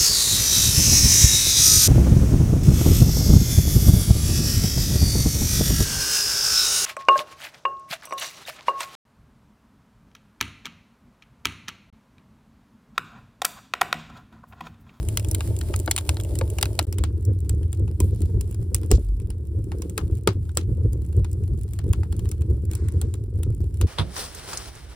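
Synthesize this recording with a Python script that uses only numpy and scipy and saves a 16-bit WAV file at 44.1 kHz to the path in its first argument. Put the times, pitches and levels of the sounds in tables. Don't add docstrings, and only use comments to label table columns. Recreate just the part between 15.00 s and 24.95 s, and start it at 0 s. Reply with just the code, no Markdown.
import sys
import numpy as np
from scipy import signal
from scipy.fft import rfft, irfft, next_fast_len
from scipy.io import wavfile
from scipy.ndimage import uniform_filter1d, map_coordinates

SR = 44100
rng = np.random.default_rng(int(sys.argv[2]) if len(sys.argv) > 2 else 0)


def master_out(mix):
    frames = np.transpose(np.atleast_2d(mix))
    ceiling = np.clip(frames, -1, 1)
    pcm = np.round(ceiling * 32767).astype(np.int16)
    wavfile.write(sys.argv[1], SR, pcm)


N = 438794

# t/s, rumble level/dB, flutter level/dB
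DRAUGHT = [(0.0, -24.5, -41), (0.6, -24.5, -38.5), (1.0, -28, -41.5), (1.85, -26, -40), (2.4, -24, -43.5),
           (3.9, -26.5, -39.5), (4.08, -31.5, -49), (4.55, -25.5, -41), (4.88, -31, -36), (5.42, -28, -49),
           (5.8, -23, -39.5), (6.68, -27.5, -46), (7.2, -24.5, -40.5), (8.2, -27.5, -43),
           (8.86, -24, -44.5)]
# t/s, rumble level/dB
PUFFS = [(0.5, -19), (0.78, -23), (1.11, -21), (1.43, -20), (1.92, -32), (2.02, -18), (2.298, -14),
         (2.528, -18), (2.641, -19), (2.818, -16.5), (3.038, -14), (3.13, -23.5), (3.23, -18), (3.369, -16),
         (3.609, -20), (3.74, -22), (3.94, -12.5), (4.582, -24.5), (5.041, -21.5), (5.132, -18.5),
         (5.38, -24), (5.709, -19), (5.851, -17), (6.192, -13), (6.431, -20.5), (6.53, -19), (6.892, -15),
         (6.99, -18.5), (7.25, -22.5), (7.412, -21), (7.521, -15.5), (7.69, -24), (7.851, -17), (7.97, -18),
         (8.062, -18.5), (8.37, -21), (8.489, -18), (8.628, -22.5), (8.841, -15)]
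# f/Hz, relative level/dB
RUMBLE_SPECTRUM = [(13, -34.5), (22, -29), (60, -4), (86, 1.5), (106, -4), (135, -17), (220, -29),
                   (290, -32), (480, -120)]
# f/Hz, relative level/dB
EMBER_FLUTTER_SPECTRUM = [(100, -37.5), (170, -8.5), (240, -8), (325, 5), (400, 0), (520, -8), (630, -8),
                          (730, -24), (900, -18), (1200, -40.5), (2600, -81.5)]
# f/Hz, relative level/dB
MOUTH_FLUTTER_SPECTRUM = [(100, -35.5), (170, 0.5), (245, -12.5), (315, 0), (400, -4), (470, -9.5),
                          (540, -18), (620, -30), (800, -41.5), (910, -32.5), (1050, -41.5), (1400, -41),
                          (2200, -54.5), (4000, -90)]
# t/s, relative level/dB
SAP = [(0.0, -54.5), (0.9, -55), (1.35, -55.5), (1.85, -56), (1.95, -74), (3.1, -67), (3.9, -65.5),
       (4.3, -74.5), (4.83, -65), (5.25, -71), (7.0, -67), (8.25, -73), (8.85, -65)]
# f/Hz, relative level/dB
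SIZZLE_SPECTRUM = [(400, -21.5), (650, 9.5), (1000, -1), (1800, -3), (3000, -3), (5500, -3.5), (6600, -4),
                   (7500, -1), (11000, 2.5), (12800, -14), (15000, 6), (16500, -9)]
# t/s, splinter level/dB, brightness/dB, splinter f/Hz
CRACKS = [(0.087, -37.5, 7, 3000), (0.173, -22.5, 1.5, 3120), (0.1964, -38, 3, 5500),
          (0.2468, -39, 1, 3300), (0.313, -42, 17.5, 4150), (0.3477, -29, 5.5, 3940),
          (0.4068, -31.5, -6.5, 2720), (0.5885, -49.5, 13.5, 4600), (0.6129, -35, -3, 3180),
          (0.7392, -32, -11, 2970), (0.7616, -40, 12.5, 4800), (0.8771, -32, -18.5, 4050),
          (0.912, -19, 2.5, 1990), (0.9633, -26, 3.5, 4200), (0.9784, -25, -3, 2860),
          (0.9849, -27.5, -0.5, 3760), (1.0916, -21, -3, 2610), (1.1692, -36, -6.5, 4300),
          (1.1997, -37, -2, 3360), (1.354, -41, 5.5, 4930), (1.3886, -37, 7.5, 4200),
          (1.412, -34, -12.5, 2460), (1.5854, -30, -5, 2940), (1.612, -35, 4.5, 5400),
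          (1.6276, -17, -1.5, 4700), (1.656, -31.5, -3.5, 2600), (1.791, -16.5, -6, 4300),
          (1.9265, -39, 7, 5530), (1.9838, -37.5, 4, 3070), (2.038, -31.5, -1.5, 3300),
          (2.2517, -58.5, 19.5, 5500), (2.4943, -37.5, 8.5, 4950), (2.631, -53.5, 1, 1850),
          (2.7292, -42.5, 6.5, 3530), (2.8786, -52.5, -3.5, 3120), (3.0031, -34.5, 9, 5500),
          (3.2185, -46, 6.5, 4500), (3.4101, -41.5, 9.5, 5500), (3.5452, -49.5, 5.5, 4930),
          (3.7459, -29, 11.5, 5230), (3.833, -48.5, -0.5, 5270), (3.9145, -25, 7, 5420),
          (4.2002, -53.5, 4, 2300), (4.303, -45, 4.5, 5430), (4.7177, -43.5, -5.5, 1820),
          (4.8205, -40, 4.5, 5150), (4.8968, -49, 9.5, 3340), (4.978, -26, 0.5, 3880),
          (5.2741, -20, -1.5, 3370), (5.4923, -52, -4.5, 1900), (5.5721, -24, 5, 5600),
          (5.9316, -54.5, 13.5, 4830), (6.2458, -43.5, -1.5, 1970), (6.3307, -61.5, 18, 5130),
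          (6.7343, -50.5, 9.5, 3550), (6.7892, -42, 0.5, 3330), (6.93, -46.5, 12, 3300),
          (6.9338, -36, 0, 3330), (7.0323, -49, -10, 1990), (7.126, -44, 2, 3350), (7.1934, -46, 3.5, 3270),
          (7.2558, -50, -1, 3100), (7.29, -50.5, 11, 5470), (7.3147, -43, 9.5, 5700),
          (7.4196, -50, 2.5, 3140), (7.713, -44.5, 6.5, 5400), (7.734, -44, 3, 3600),
          (7.7523, -43.5, 10.5, 5650), (7.885, -46, 4.5, 1900), (8.0145, -37.5, 6, 3450),
          (8.14, -43, 4.5, 3700), (8.4323, -42.5, 6.5, 3340), (8.813, -32, 1.5, 2970)]
# f/Hz, level over the log/dB, t60/s
FIREBOX_MODES = [(900, -16, .09), (1107, -25, 0.099), (1370, -13, 0.062), (2170, -17, .08),
                 (2880, -21, .08), (4700, -23.5, .08)]
# f/Hz, t60/s
BRICK_DECAY = [(500, 0.13), (3000, 0.13), (7000, 0.12), (14000, 0.082)]
# f/Hz, gain/dB
SNAP_COLOUR = [(4200, -0.5), (5300, -3.5), (6500, -0.5), (8000, 2.5), (11000, 1), (12900, -9), (15000, 3),
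               (16300, 5)]
# t/s, knock relative level/dB, knock f/Hz, overtone f/Hz,
# boom level/dB, boom f/Hz
THUMPS = [(.877, -14.5, 730, 1150, -23, 88), (1.414, -12.5, 522, 900, -40, 89),
          (1.792, -17.5, 650, 987, -35, 91), (3.004, -11, 341, 985, -29, 96),
          (3.913, -6, 377, 720, -2.5, 57), (3.981, -16, 241, 551, -47, 82),
          (4.978, -16.5, 426, 1380, -27.5, 86), (5.2737, 0.5, 403, 1220, -9.5, 99),
          (5.571, -9, 397, 1370, -55.5, 89), (6.178, -37.5, 343, 900, -22, 96),
          (8.813, -20, 318, 640, -9, 88)]
# t/s, length/s, level/dB, centre f/Hz
JETS = [(3.007, .12, -53, 9500), (3.007, 0.35, -61.5, 5040), (3.902, 0.077, -39.5, 5040),
        (7.692, 0.44, -59, 1380), (7.697, 0.53, -61.5, 6000)]
# f/Hz, level/dB
STOVE_TILT = [(60, 0), (350, 0), (700, 3), (1250, 7.5), (2000, 0), (3400, 3), (5500, 1.5), (8000, -.5)]
# f/Hz, phase/rad
STOVE_LEAD = [(300, 0), (950, 0.57), (1900, 1.45), (2900, 1.13), (3500, 0.86), (4700, 0.9), (5700, -1.5),
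              (8100, -7), (10000, -6), (11900, -8.5), (13650, -14), (15200, -9.5)]
# f/Hz, coherence
STOVE_ALIKE = [(100, .99), (350, 0.88), (800, 0.67), (3000, 0.18), (9000, 0.92)]
# t of the peak/s, rise/s, fall/s, rub relative level/dB, swish relative level/dB
STROKES_AND_SCUFF = [(8.89, 0.071, 0.14, -39, -46), (8.99, 0.013, 0.043, -25, -42),
                     (9.195, 0.084, 0.13, -33.5, -34.5), (9.55, 0.32, 0.21, -35, -38.5)]
# t/s, starting level/dB, centre f/Hz
FLICKS = [(9.164, -29, 1560), (9.164, -31, 5700), (9.348, -32.5, 10000), (9.532, -29, 1380),
          (9.532, -29.5, 7000), (9.573, -22.5, 7760), (9.656, -43, 5700), (9.753, -43, 9100)]
# f/Hz, relative level/dB
RUB_SPECTRUM = [(76, -43), (130, -3), (330, -4.5), (392, 2.5), (427, -0.5), (493, -2), (676, -2.5),
                (1640, -5), (2190, -7), (4000, -12.5), (5200, -26), (8800, -120)]
# f/Hz, relative level/dB
SWISH_SPECTRUM = [(1760, -44), (3000, -3.5), (5620, 2), (6810, -5), (8680, 0.5), (11300, -4.5),
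                  (12300, -36), (15100, -2), (16200, -20), (16500, -39)]
# f/Hz, relative level/dB
KNOCK_SPECTRUM = [(180, -34), (300, 4), (441, -8), (769, -31), (940, 1), (1430, -5), (1800, -27),
                  (3490, -1.5), (7210, -29), (10300, -19), (12000, -46), (15600, -76), (22000, -120)]
# f/Hz, relative level/dB
THUD_SPECTRUM = [(80, -18), (130, 10), (240, -5), (400, -4.5), (700, -16.0), (2000, -72)]
# f/Hz, level/dB, t60/s
TIMBER_MODES = [(67, -25, 0.5), (97, -9.5, 0.13), (151, -24, 0.1), (328, -42, 0.046)]
# f/Hz, relative level/dB
CABIN_SPECTRUM = [(13, -42), (22, -12), (64, 8.5), (253, -19.5), (338, -10), (395, -30), (433, -16),
                  (500, -23), (650, -36), (1100, -120)]
# f/Hz, level/dB
CABIN_TILT = [(100, -4), (1300, -2.5), (2400, 0), (4400, 5), (8000, 0)]
# f/Hz, coherence
CABIN_ALIKE = [(60, 1), (200, .7), (700, 0.34), (3000, 0.81), (9000, .05)]

EMBERS_END, MOUTH_START, CABIN_START = 1.853, 1.869, 8.869
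TOP_HZ = 16300
PUFF_RISE_S, PUFF_FALL_S, FLUTTER_LEAD_S = 0.047, 0.065, 0.009
PUFF_FLUTTER_DB, POP_FLUTTER_DB, POP_FALL_S = -17.5, -18.5, 0.042
FLUTTER_UPPER_HZ, FLUTTER_BRIGHTENS, USUAL_FLUTTER_DB = 526, 0.46, -39.5
SAP_WAVER_DB, FLUTTER_WAVER_DB = 2.4, 1.8
EMBER_LOG_DB, MOUTH_LOG_DB = -10.5, -1.5
LIGHT_PER_S, LIGHT_OVER_SAP_DB, LIGHT_SPREAD_DB, LIGHT_BRIGHT_DB = 11, 6, 5.5, 7.5
SIDE_MODES_DB, SIDE_MODES_HZ, SIDE_MODES_OCTAVES, SIDE_MODES_T60_S = -20, 1503, 2.9, 0.02
REST_RUB_DB, REST_SWISH_DB = -48, -55.5
CABIN_LAG_MS = 0.05


def amp(db):
    return 10 ** (np.asarray(db) / 20)


def unit(x):
    return x / np.sqrt(np.mean(x ** 2) + 1e-20)


def clock(size=N):
    return np.arange(size) / SR


def decay(t, t60):
    return np.exp(-np.log(1000) * t / t60)


def along(points, hz):
    f, v = np.transpose(points)
    return np.interp(np.log(hz + 1), np.log(f + 1), v)


def curves(rows):
    s, *cols = np.transpose(rows)
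    return [np.interp(clock(), s, c) for c in cols]


def filtered(x, response):
    size = x.shape[-1]
    padded = next_fast_len(size + 8192)
    spectrum = rfft(x, padded) * response(np.fft.rfftfreq(padded, 1 / SR))
    return irfft(spectrum, padded)[..., :size]


def band(x, lo_hz, hi_hz):
    edges = [lo_hz, min(hi_hz, SR / 2 - 1)]
    return signal.sosfilt(signal.butter(3, edges, "band", fs=SR, output="sos"), x)


def add(track, s, sound):
    start = max(round(s * SR), 0)
    part = track[..., start:][..., :sound.shape[-1]]
    part += sound[..., :part.shape[-1]]


def wobble(rate):
    knots = rng.standard_normal(int(N * rate / SR) + 4)
    return map_coordinates(knots, [np.arange(N) * rate / SR])


def noise(size=N):
    return rng.standard_normal((2, size))


def stereo(pair, spectrum, alike):
    def response(hz):
        turn = np.arccos(np.clip(along(alike, hz), -1, 1)) / 2
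        return amp(along(spectrum, hz)) * [np.cos(turn), np.sin(turn)]

    mid, side = filtered(pair, response)
    return unit(np.array([mid + side, mid - side]))


def steady(x, span):
    power = uniform_filter1d(np.mean(x ** 2, 0), int(span * SR))
    return x / np.sqrt(np.abs(power) + 1e-9)


def grains(rate, spread_db, t60):
    starts = rng.random(N) < rate / SR
    sizes = starts * amp(spread_db * np.minimum(rng.exponential(size=N), 3))
    power = signal.fftconvolve(sizes ** 2, amp(-120 * clock(size=2048) / t60))[:N]
    return unit(np.sqrt(np.abs(power)) * noise())


def ring(t, hz, t60, attack):
    return np.sin(2 * np.pi * hz * t) * decay(t, t60) * (1 - np.exp(-t / attack))


def placed(x, tilt, lead):
    sides = np.array([[.5], [-.5]])
    return filtered(x, lambda hz: amp(sides * along(tilt, hz)) * np.exp(1j * sides * lead(hz)))


def swell(s, rise, fall):
    t = np.arange(-2 * rise, 2 * fall, 1 / SR)
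    return s + t[0], amp(-40 * np.abs(t / np.where(t < 0, rise, fall)) ** 1.5)


def swelling(base_db, swells):
    power = amp(base_db) ** 2 * np.ones(N)
    for s, rise, fall, db in swells:
        start, shape = swell(s, rise, fall)
        add(power, start, amp(db) ** 2 * shape)
    return np.sqrt(power)


def roar():
    rumble_db, flutter_db = curves(DRAUGHT)
    flares = [(s, PUFF_RISE_S, PUFF_FALL_S, db) for s, db in PUFFS]
    flaps = [(s - FLUTTER_LEAD_S, PUFF_RISE_S, PUFF_FALL_S, db + PUFF_FLUTTER_DB) for s, db in PUFFS]
    jolts = [(s + 0.0046, .012, POP_FALL_S, knock_db + POP_FLUTTER_DB) for s, knock_db, *_ in THUMPS]

    rumble = steady(stereo(noise(), RUMBLE_SPECTRUM, STOVE_ALIKE), span=0.087)
    puffs = grains(rate=70, spread_db=2.5, t60=0.027) + amp(-3) * noise()
    near = stereo(puffs, EMBER_FLUTTER_SPECTRUM, STOVE_ALIKE)
    mouth = stereo(puffs, MOUTH_FLUTTER_SPECTRUM, STOVE_ALIKE)
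    flutter = steady(np.where(clock() < EMBERS_END, near, mouth), span=0.11)
    upper = filtered(flutter, lambda hz: 1 / (1 + ((hz - FLUTTER_UPPER_HZ) / 110) ** 4))

    flicker = wobble(14)
    rumble_gain = swelling(rumble_db + 1.3 * flicker, flares)
    strength = swelling(flutter_db + FLUTTER_WAVER_DB * flicker, flaps + jolts)
    bright = np.minimum((strength / amp(USUAL_FLUTTER_DB)) ** FLUTTER_BRIGHTENS, 1.6)
    return rumble_gain * rumble + strength * (flutter + (bright - 1) * upper)


def sizzle():
    sap_db, = curves(SAP)
    hiss = noise() + amp(-12) * grains(rate=320, spread_db=7.5, t60=.002)
    hiss = stereo(hiss, SIZZLE_SPECTRUM, STOVE_ALIKE)
    ticks = stereo(grains(rate=50, spread_db=6, t60=.012), SIZZLE_SPECTRUM, STOVE_ALIKE)
    hiss_gain = amp(sap_db + 3.5 + SAP_WAVER_DB * wobble(21))
    return hiss_gain * hiss + amp(-8.5 + 0.83 * sap_db) * ticks


def light_splits():
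    rows = rng.random((int(LIGHT_PER_S * CABIN_START), 4))
    s = CABIN_START * rows[:, 0]
    sap_db = np.interp(s, *np.transpose(SAP))
    db = sap_db + LIGHT_OVER_SAP_DB + LIGHT_SPREAD_DB * (2 * rows[:, 1] - 1)
    bright_db = LIGHT_BRIGHT_DB + 7 * (2 * rows[:, 2] - 1)
    return list(zip(s, db, bright_db, 2700 * 2 ** rows[:, 3]))


def brick_echo():
    hz, t, z = signal.stft(noise(size=6144), SR, nperseg=128)
    tail = signal.istft(z * decay(t, along(BRICK_DECAY, hz)[:, None]), SR, nperseg=128)[1]
    return unit(tail) / np.sqrt(tail.shape[1])


def cracks():
    out, t = np.zeros((2, N)), clock(size=6144)
    for s, splinter_db, bright_db, splinter_hz in CRACKS + light_splits():
        near = s < EMBERS_END
        snap_db = splinter_db + bright_db
        log_db = splinter_db - bright_db + (EMBER_LOG_DB if near else MOUTH_LOG_DB)
        ragged = amp(3.43 * unit(uniform_filter1d(rng.standard_normal(len(t)), size=90)))
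        scatter = (rng.standard_normal(len(t)) + .5 * noise(size=len(t))) * ragged

        splinter = ring(t, splinter_hz, t60=.007, attack=.0001)
        log = ring(t, 1000 * np.exp(.2 * rng.standard_normal()), t60=0.024, attack=.0002)
        side_hz = SIDE_MODES_HZ * 2 ** (SIDE_MODES_OCTAVES * rng.random(size=6))
        side_modes = sum(ring(t, hz, SIDE_MODES_T60_S, attack=0.00051) for hz in side_hz)
        pulse = (t == 0) + amp(-10) * splinter + amp(SIDE_MODES_DB) * side_modes + amp(-22) * log

        echo = brick_echo() * ragged * (amp(-2.5 - 190 * t) if near else amp(4.0))
        parts = [(snap_db, 5800, 16000, .011, -12.5),
                 (splinter_db, 2200, 5700, .019, -2.5),
                 (log_db, 600, 1550, .024, -1.5)]
        for db, lo_hz, hi_hz, t60, echo_db in parts:
            spread = amp(6.5) * unit(scatter * decay(t, t60)) / np.sqrt(len(t))
            part = band(pulse + spread + amp(echo_db) * echo, lo_hz, hi_hz)
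            opening = part[:, :SR // 200]
            add(out, s, amp(db) * part / np.sqrt(np.mean(opening ** 2, 1, keepdims=True)))
        for hz, db, t60 in FIREBOX_MODES:
            gain = amp(log_db + db + rng.normal(0, 2.3))
            add(out, s, gain * ring(t, hz * rng.normal(1, 0.0072), t60, attack=0.0028))
    return filtered(out, lambda hz: amp(along(SNAP_COLOUR, hz)))


def thumps():
    out, t = np.zeros(N), clock(size=SR // 2)
    for s, knock_db, knock_hz, overtone_hz, boom_db, boom_hz in THUMPS:
        log_knock = ring(t, knock_hz, t60=.032, attack=.0005)
        overtone = ring(t, overtone_hz, t60=0.033, attack=0.0019)
        boom = ring(t, boom_hz, t60=0.21, attack=0.0061)
        add(out, s, amp(knock_db - 3.5) * (log_knock + amp(-9) * overtone))
        add(out, s + .012, amp(boom_db) * boom)
    return out


def jets():
    out = np.zeros((2, N))
    bursts = grains(rate=900, spread_db=2, t60=.012)
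    fizz = stereo(bursts, [(1000, 0)], STOVE_ALIKE)
    for s, length, db, hz in JETS:
        t = clock(size=int(length * SR))
        flow = (1 - np.exp(-t / 0.0071)) * np.sqrt(1 - t / length)
        stretch = fizz[:, int(s * SR):][:, :len(t)]
        add(out, s, amp(db) * flow * unit(band(stretch, 0.62 * hz, 1.54 * hz)))
    return out


def flue():
    out, t = np.zeros(N), clock(size=SR // 4)
    add(out, 3.99, amp(-17.5) * np.hanning(len(t)) * np.sin(2 * np.pi * 47 * t))
    return out


def room_tone():
    return amp(-42.5) * stereo(noise(), CABIN_SPECTRUM, CABIN_ALIKE)


def jacket():
    rub_swells = [(s, rise, fall, db) for s, rise, fall, db, _ in STROKES_AND_SCUFF]
    swish_swells = [(s, rise, fall, db) for s, rise, fall, _, db in STROKES_AND_SCUFF]
    rub_gain = swelling(REST_RUB_DB, rub_swells)
    swish_gain = swelling(REST_SWISH_DB, swish_swells)
    catch = wobble(45)
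    weave = noise() + amp(-6.5) * grains(rate=250, spread_db=-1.5, t60=0.018)
    rub = rub_gain * amp(-4.0 + 1.4 * catch) * stereo(weave, RUB_SPECTRUM, CABIN_ALIKE)
    threads = noise() + amp(-6) * grains(rate=400, spread_db=2, t60=.009)
    swish = swish_gain * amp(1.9 * catch) * stereo(threads, SWISH_SPECTRUM, CABIN_ALIKE)

    flicks, t = np.zeros((2, N)), clock(size=4096)
    for s, db, hz in FLICKS:
        flick = unit(band(noise(size=len(t)), 0.62 * hz, 1.2 * hz))
        add(flicks, s, amp(db) * flick * decay(t, 0.04))
    return rub + swish + flicks


def knock():
    out, t = np.zeros((2, N)), clock(size=SR // 2)
    grit = noise(size=len(t)) + amp(-0.5) * grains(rate=498, spread_db=1, t60=0.0063)[:, :len(t)]
    blow = stereo(grit, KNOCK_SPECTRUM, CABIN_ALIKE) * decay(t, 0.12)
    thud = stereo(noise(size=len(t)), THUD_SPECTRUM, CABIN_ALIKE) * decay(t, 0.4)
    timber = sum(amp(db) * ring(t, hz, t60, attack=0.0063) for hz, db, t60 in TIMBER_MODES)
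    add(out, 8.985, amp(-23) * blow)
    add(out, 8.992, amp(-25.0) * thud)
    add(out, 8.997, timber)
    return out


def scene():
    t = clock()
    fire = roar() + sizzle() + cracks() + thumps() + jets() + flue()
    fire = placed(fire, STOVE_TILT, lambda hz: along(STOVE_LEAD, hz))
    cabin = room_tone() + jacket() + knock()
    cabin = placed(cabin, CABIN_TILT, lambda hz: -2 * np.pi * hz * CABIN_LAG_MS / 1000)
    at_stove = (t < EMBERS_END) | ((t > MOUTH_START) & (t < CABIN_START))
    stove_gain = uniform_filter1d(at_stove * 1., size=64)
    return fire * stove_gain + cabin * (t >= CABIN_START)


def record(dry):
    return filtered(np.clip(dry, -1, 1), lambda hz: 1 / (1 + (hz / TOP_HZ) ** 120))


dry = scene()
out = record(dry)
master_out(out)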